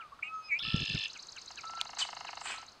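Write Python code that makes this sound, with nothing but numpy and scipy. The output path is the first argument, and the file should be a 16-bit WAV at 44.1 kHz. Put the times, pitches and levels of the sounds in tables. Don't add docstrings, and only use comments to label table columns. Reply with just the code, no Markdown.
import sys
import numpy as np
from scipy import signal
from scipy.fft import rfft, irfft
from scipy.io import wavfile

SR = 44100
rng = np.random.default_rng(int(sys.argv[2]) if len(sys.argv) > 2 else 0)


def inscribe(sig):
    pcm = np.round(np.clip(np.atleast_2d(sig).T, -1, 1) * 32767)
    wavfile.write(sys.argv[1], SR, pcm.astype(np.int16))


N = 123479
TIME = np.arange(N) / SR


def blackbird_notes():
    # (time [s], level of harmonic 1 [dB], of 2 [dB], of 4 [dB], of 5 [dB])
    harmonic_levels = [(0.24,-54,-36,-83,-83.5),(.275,-58,-38,-92,-80.5),(.305,-46.5,-50,-89,-89.5),(.345,-36,-66.5,-72.5,-69.5),(0.401,-38,-68,-84,-68),(.455,-59,-54.5,-51,-80.5),(.488,-55,-59,-56,-68)]
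    # (time [s], pitch [Hz])
    melody = [(.24,1245),(.33,1291),(.47,1264)]
    # (time [s], pitch [Hz], level [dB])
    slurs = [
        [(.224,2390,-50),(.231,2255,-29),(.236,2480,-33.5),(.283,2545,-39.5)],
        [(.485,2520,-51.5),(.525,2230,-27),(.538,2248,-28),(.582,2496,-41)],
        [(.589,4960,-38),(.602,5720,-59)],
        [(.593,2900,-26.5),(.595,3370,-35.5),(.601,3650,-41.5),(.63,3310,-39)],
    ]
    s, *levels = np.transpose(harmonic_levels)
    pitch = curve(melody, TIME) * (1 + .0039 * wander(N, 400))
    phase = 2 * np.pi * np.cumsum(pitch) / SR
    gate = np.clip(np.minimum(TIME - s[0], s[-1] - TIME) / .0074 + 1, 0, 1)
    harmonics = sum(amp(np.interp(TIME, s, db)) * np.sin(k * phase)
                    for k, db in zip((1, 2, 4, 5), levels))
    out = gate * np.sqrt(2) * harmonics
    for slur in slurs:
        hoarseness = .035 if slur[0][1] > 2700 else .009
        add(out, *whistle(slur, rough=hoarseness, buzz=.044))
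        start, airy_overtone = whistle(slur, rough=.07, pitch_ratio=3)
        add(out, start, amp(-37.5) * airy_overtone)
    return outdoors(out, near_db=-13, far_db=-23)


def blackbird_trill():
    # (delay [s], length [s], start pitch [Hz], end pitch [Hz], level [dB])
    syllable = [(0,0.0045,5780,2830,-38.5),(0.00031,0.014,5030,5180,-45.5),(0.0022,0.0099,4000,4060,-48),(0.0014,0.014,3460,3530,-42),(.0075,0.00592,4000,2310,-36),(0.0075,.0055,2780,2740,-34.5),(0.018,0.0036,2560,3000,-36.5),(0.00052,0.014,1800,1720,-56),(0.0022,0.023,8200,7800,-72.5)]
    start_s, period_s = .6132, .01975
    out = np.zeros(N)
    for k in range(23):
        lag = np.exp(-k / 2.7)
        s = start_s + period_s * k + .012 * lag
        for delay, length, from_hz, to_hz, db in syllable:
            detune, accent_db = rng.standard_normal(2)
            shift = 1 + .015 * detune
            rough = .029 * (3 if from_hz > 6000 else 1)
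            glide = chirp(length, from_hz * shift, to_hz * shift, rough)
            add(out, s + delay, amp(db - lag + accent_db) * glide)
    return outdoors(out, near_db=-4.5, far_db=-12, near_s=.0058)


def harsh_calls():
    # (start [s], rise [s], hold [s], fade [dB/s], level [dB])
    rasps = [(1.983,0.0063,0.018,756,-36),(2.431,0.038,0.053,190,-43)]
    # (frequency [Hz], relative level [dB])
    colours = [
        [(450,-34),(1100,-8),(2000,-9.5),(4600,-6.5),(7500,-3),(8600,-21),(12500,-50)],
        [(450,-11.5),(1000,4.5),(2700,8),(3700,0.5),(7600,-9.5),(10000,-26.5),(15000,-48)],
    ]
    # (time [s], pitch [Hz], level [dB])
    falling_tone = [(1.987,4730,-41),(2.004,4600,-36),(2.018,3066,-35.5),(2.029,3033,-33),(2.045,2920,-50)]
    # (harmonic number, level [dB])
    reed = [(1,-50.5),(2,-52),(4,-50),(7,-52),(8,-49),(9,-62)]
    out, t = np.zeros(N), np.arange(SR // 2) / SR
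    for (s, rise, hold, fade, db), colour in zip(rasps, colours):
        flutter = 1 + .65 * tone(hz=np.full(len(t), 340.), rough=.08)
        envelope = np.minimum(t / rise, 1) * amp(db - fade * np.maximum(t - rise - hold, 0))
        add(out, s, envelope * unit(flutter * noise(colour, size=len(t))))
    sizzle = unit(wander(N, 1200)) * tone(hz=np.full(N, 7600), rough=.05)
    out += amp(-48.5) * swell(peak_s=2.481, half_width_s=.054) * sizzle
    add(out, *whistle(falling_tone, rough=.023, buzz=.031))
    for k, db in reed:
        add(out, 2.012, amp(db) * chirp(.024, from_hz=k * 1100, to_hz=k * 957, rough=.0049))
    return outdoors(out, near_db=-4, far_db=-9)


def reeling_bird():
    # (time from its peak [s], pitch [Hz], level [dB])
    downsweep = [(-.005,9110,-74.5),(-.002,7370,-52.5),(0,6473,-43),(.002,5520,-44.5),(.011,3770,-50.5)]
    # (time from its peak [s], pitch [Hz], level [dB])
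    upsweep = [(-.009,3634,-56.5),(-.002,3998,-41),(.007,4900,-49),(.014,6880,-57.5)]
    # (time [s], gain [dB])
    fade = [(.76,-1),(2.55,-3.5),(2.75,-14)]
    start_s, period_s, drag_s = .765, .0908, .00035
    out, k = np.zeros(N), np.arange(21)
    phrases = start_s + period_s * k + drag_s * k ** 2
    for s in phrases:
        late = .0047 * s
        for delay, shape in ((0, downsweep), (.0375 + late, downsweep[:-1]), (.058 + late, upsweep)):
            if s + delay > phrases[-1]:
                break
            lead, sweep = whistle(shape, rough=.0049, pitch_ratio=1 + .0081 * rng.standard_normal())
            add(out, s + delay + lead, amp(curve(fade, s)) * sweep)
    return outdoors(out, near_db=-16.5, far_db=-9)


def frog():
    pulses = [1.5045,1.639,1.695,1.7335,1.773,1.8138,1.8534,1.892,1.932,1.970,2.010,2.0485,2.0878,2.1286,2.1673,2.2073,2.247,2.2887,2.3297,2.3715,2.413,2.4553,2.4983,2.5394,2.5804,2.6267]
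    # (time [s], gain [dB])
    dynamics = [(1.5,-8),(1.97,-4),(2.1,-1),(2.5,-1.5),(2.54,-8)]
    # (frequency [Hz], level [dB], delay [s], rise [s])
    rings = [(919,-35,0.0017,.0014),(717,-40,0.0039,0.0011),(1267,-43,0.003,.0026),(1250,-35.5,0,0.00056),(1694,-41,0.0056,.0007),(2134,-46,0.0013,0.0028),(2820,-38,0.001,0.00072)]
    out, t = np.zeros(N), np.arange(SR // 30) / SR
    for s in pulses:
        for hz, db, delay, rise in rings:
            add(out, s + delay, amp(db + curve(dynamics, s)) * knock(t, hz, rise))
    low_cut = signal.butter(6, 567, "highpass", fs=SR, output="sos")
    return outdoors(signal.sosfilt(low_cut, out), near_db=-12, far_db=-11)


def snap():
    # (frequency [Hz], gain [dB])
    colour = [(150,-11),(2000,-8.5),(3400,4.5),(7600,-5.5),(14000,-34.5)]
    start_s, decay_s = 1.8134, .0011
    envelope = (TIME > start_s) * np.exp(-abs(TIME - start_s) / decay_s)
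    burst = envelope * rng.choice([-1., 1.], N)
    return outdoors(amp(-15) * tint(burst, colour), near_db=-18, far_db=-39, near_s=.0015)


def wind():
    # (peak time [s], half width [s], level [dB])
    puffs = [(.65,0.02,-50),(0.687,0.011,-45),(0.763,0.025,-37.5),(0.822,0.016,-34.5),(0.906,0.015,-44.5),(0.951,0.012,-38),(0.97,0.025,-48)]
    # (frequency [Hz], relative level [dB])
    rumble = [(25,-13),(70,0.5),(130,2),(550,-20.5),(900,-33),(3000,-87)]
    out = sum(amp(db) * swell(s, half_width) for s, half_width, db in puffs) * noise(rumble)
    t = np.arange(SR // 10) / SR
    add(out, .7428, amp(-16.5) * knock(t, hz=154, rise_s=.0023))
    return out


def far_birds():
    # (time [s], pitch [Hz], level [dB])
    whistles = [
        [(0,1370,-44.5),(.085,1135,-62.5)],
        [(.12,1127,-51.5),(.133,1106,-46.5),(.138,1250,-57)],
        [(.191,1410,-48.5),(.198,1300,-51)],
        [(.602,1310,-47.5),(.62,1470,-56)],
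        [(.65,1273,-47),(.69,1324,-52),(.755,1341,-45.5),(.835,1325,-62.5)],
        [(1.635,1305,-44.5),(1.79,1347,-44),(1.84,1316,-51)],
        [(2.54,1290,-52),(2.63,1330,-53.5)],
    ]
    # (centre time [s], level [dB])
    peeps = [(0.018,-51.5),(.957,-46.5),(1.164,-49),(1.375,-48),(1.589,-45),(1.803,-47),(2.034,-46.5),(2.285,-45.5)]
    peep_s, centre_hz, spread = .0321, 2556, np.exp(.289)
    out = np.zeros(N)
    for note in whistles:
        add(out, *whistle(note, rough=.016))
    for s, db in peeps:
        peep = chirp(peep_s, centre_hz * spread, centre_hz / spread, rough=.034)
        add(out, s - peep_s / 2, amp(db) * peep)
        add(out, s - .026, amp(db - 7) * chirp(.0434, from_hz=1780, to_hz=1278, rough=.11))
    flutter = 1 + .17 * wander(N, 300)
    return outdoors(out * flutter, near_db=-14, far_db=-13)


def field():
    # (frequency [Hz], relative level [dB])
    air_colour = [(25,-9.5),(60,-3),(400,-9),(1300,-2.5),(1900,-12.5),(4300,-14),(15500,-40)]
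    # (time [s], level [dB])
    chorus_level = [(0,-85),(.55,-67),(.9,-61.5),(2.4,-55.5),(2.8,-70)]
    # (frequency [Hz], relative level [dB])
    chorus_colour = [(400,-10.5),(900,-10.5),(3300,-14.5),(4300,3),(7600,-16),(9500,-34),(14000,-58)]
    air = amp(-61) * noise(air_colour)
    chorus_db = curve(chorus_level, TIME) + .77 * wander(N, 39.8)
    return air + amp(chorus_db) * noise(chorus_colour)


def outdoors(x, near_db, far_db, near_s=.0088):
    t, t60_s = np.arange(SR // 2) / SR, .31
    near = rng.standard_normal(len(t)) * np.exp(-t / near_s) * (t > .001)
    far = rng.standard_normal(len(t)) * (t > near_s) * amp(-60 * t / t60_s)
    response = amp(near_db) * near / np.linalg.norm(near) + amp(far_db) * far / np.linalg.norm(far)
    return x + signal.fftconvolve(x, response)[:N]


def whistle(points, rough, buzz=0., pitch_ratio=1):
    s, hz, db = np.transpose(points)
    t = np.arange(s[0], max(s[-1], s[0] + .002), 1 / SR)
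    gate = np.clip(np.minimum(t - t[0], t[-1] - t) / .0006, 0, 1)
    pitch = pitch_ratio * np.interp(t, s, hz) * (1 + buzz * np.sin(2 * np.pi * 290 * t))
    return s[0], gate * amp(np.interp(t, s, db)) * tone(pitch, rough)


def chirp(length_s, from_hz, to_hz, rough):
    progress = np.arange(0, length_s, 1 / SR) / length_s
    return np.sin(np.pi * progress) * tone(from_hz * (to_hz / from_hz) ** progress, rough)


def tone(hz, rough):
    pitch = hz * (1 + rough * wander(len(hz), 1200))
    return np.sqrt(2) * np.sin(2 * np.pi * (rng.random() + np.cumsum(pitch) / SR))


def knock(t, hz, rise_s):
    return t / rise_s * np.exp(1 - t / rise_s) * np.sin(2 * np.pi * hz * t)


def swell(peak_s, half_width_s):
    return np.exp(-((TIME - peak_s) / half_width_s) ** 2)


def noise(colour, size=N):
    return unit(tint(rng.standard_normal(size), colour))


def tint(x, colour):
    hz, db = np.transpose(colour)
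    bins_hz = np.fft.rfftfreq(len(x), 1 / SR)
    gain_db = np.interp(np.log(bins_hz + 1), np.log(hz + 1), db)
    return irfft(rfft(x) * amp(gain_db), len(x))


def wander(size, rate_hz):
    at = np.arange(size) * rate_hz / SR
    return np.interp(at, np.arange(size), rng.standard_normal(size))


def curve(points, s):
    return np.interp(s, *np.transpose(points))


def add(mix, s, sound):
    part = mix[max(round(s * SR), 0):][:len(sound)]
    part += sound[:len(part)]


def amp(db):
    return 10 ** (np.asarray(db) / 20)


def unit(x):
    return x / np.sqrt(np.mean(x ** 2) + 1e-20)


def scene():
    calls = blackbird_notes() + blackbird_trill() + reeling_bird() + frog() + far_birds() + harsh_calls()
    return (calls + snap() + wind() + field())[None]


def record(dry):
    hz = np.fft.rfftfreq(N, 1 / SR)
    dips_db = -11 * np.exp(-((hz - 5700) / 160) ** 2) - 8 * np.exp(-((hz - 6900) / 130) ** 2)
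    coloured = irfft(rfft(dry) * amp(dips_db), N)
    high_cut = signal.firwin(511, 15750, window=("kaiser", 9), fs=SR)
    return signal.oaconvolve(coloured, high_cut[None], "same")


dry = scene()
out = record(dry)
inscribe(out)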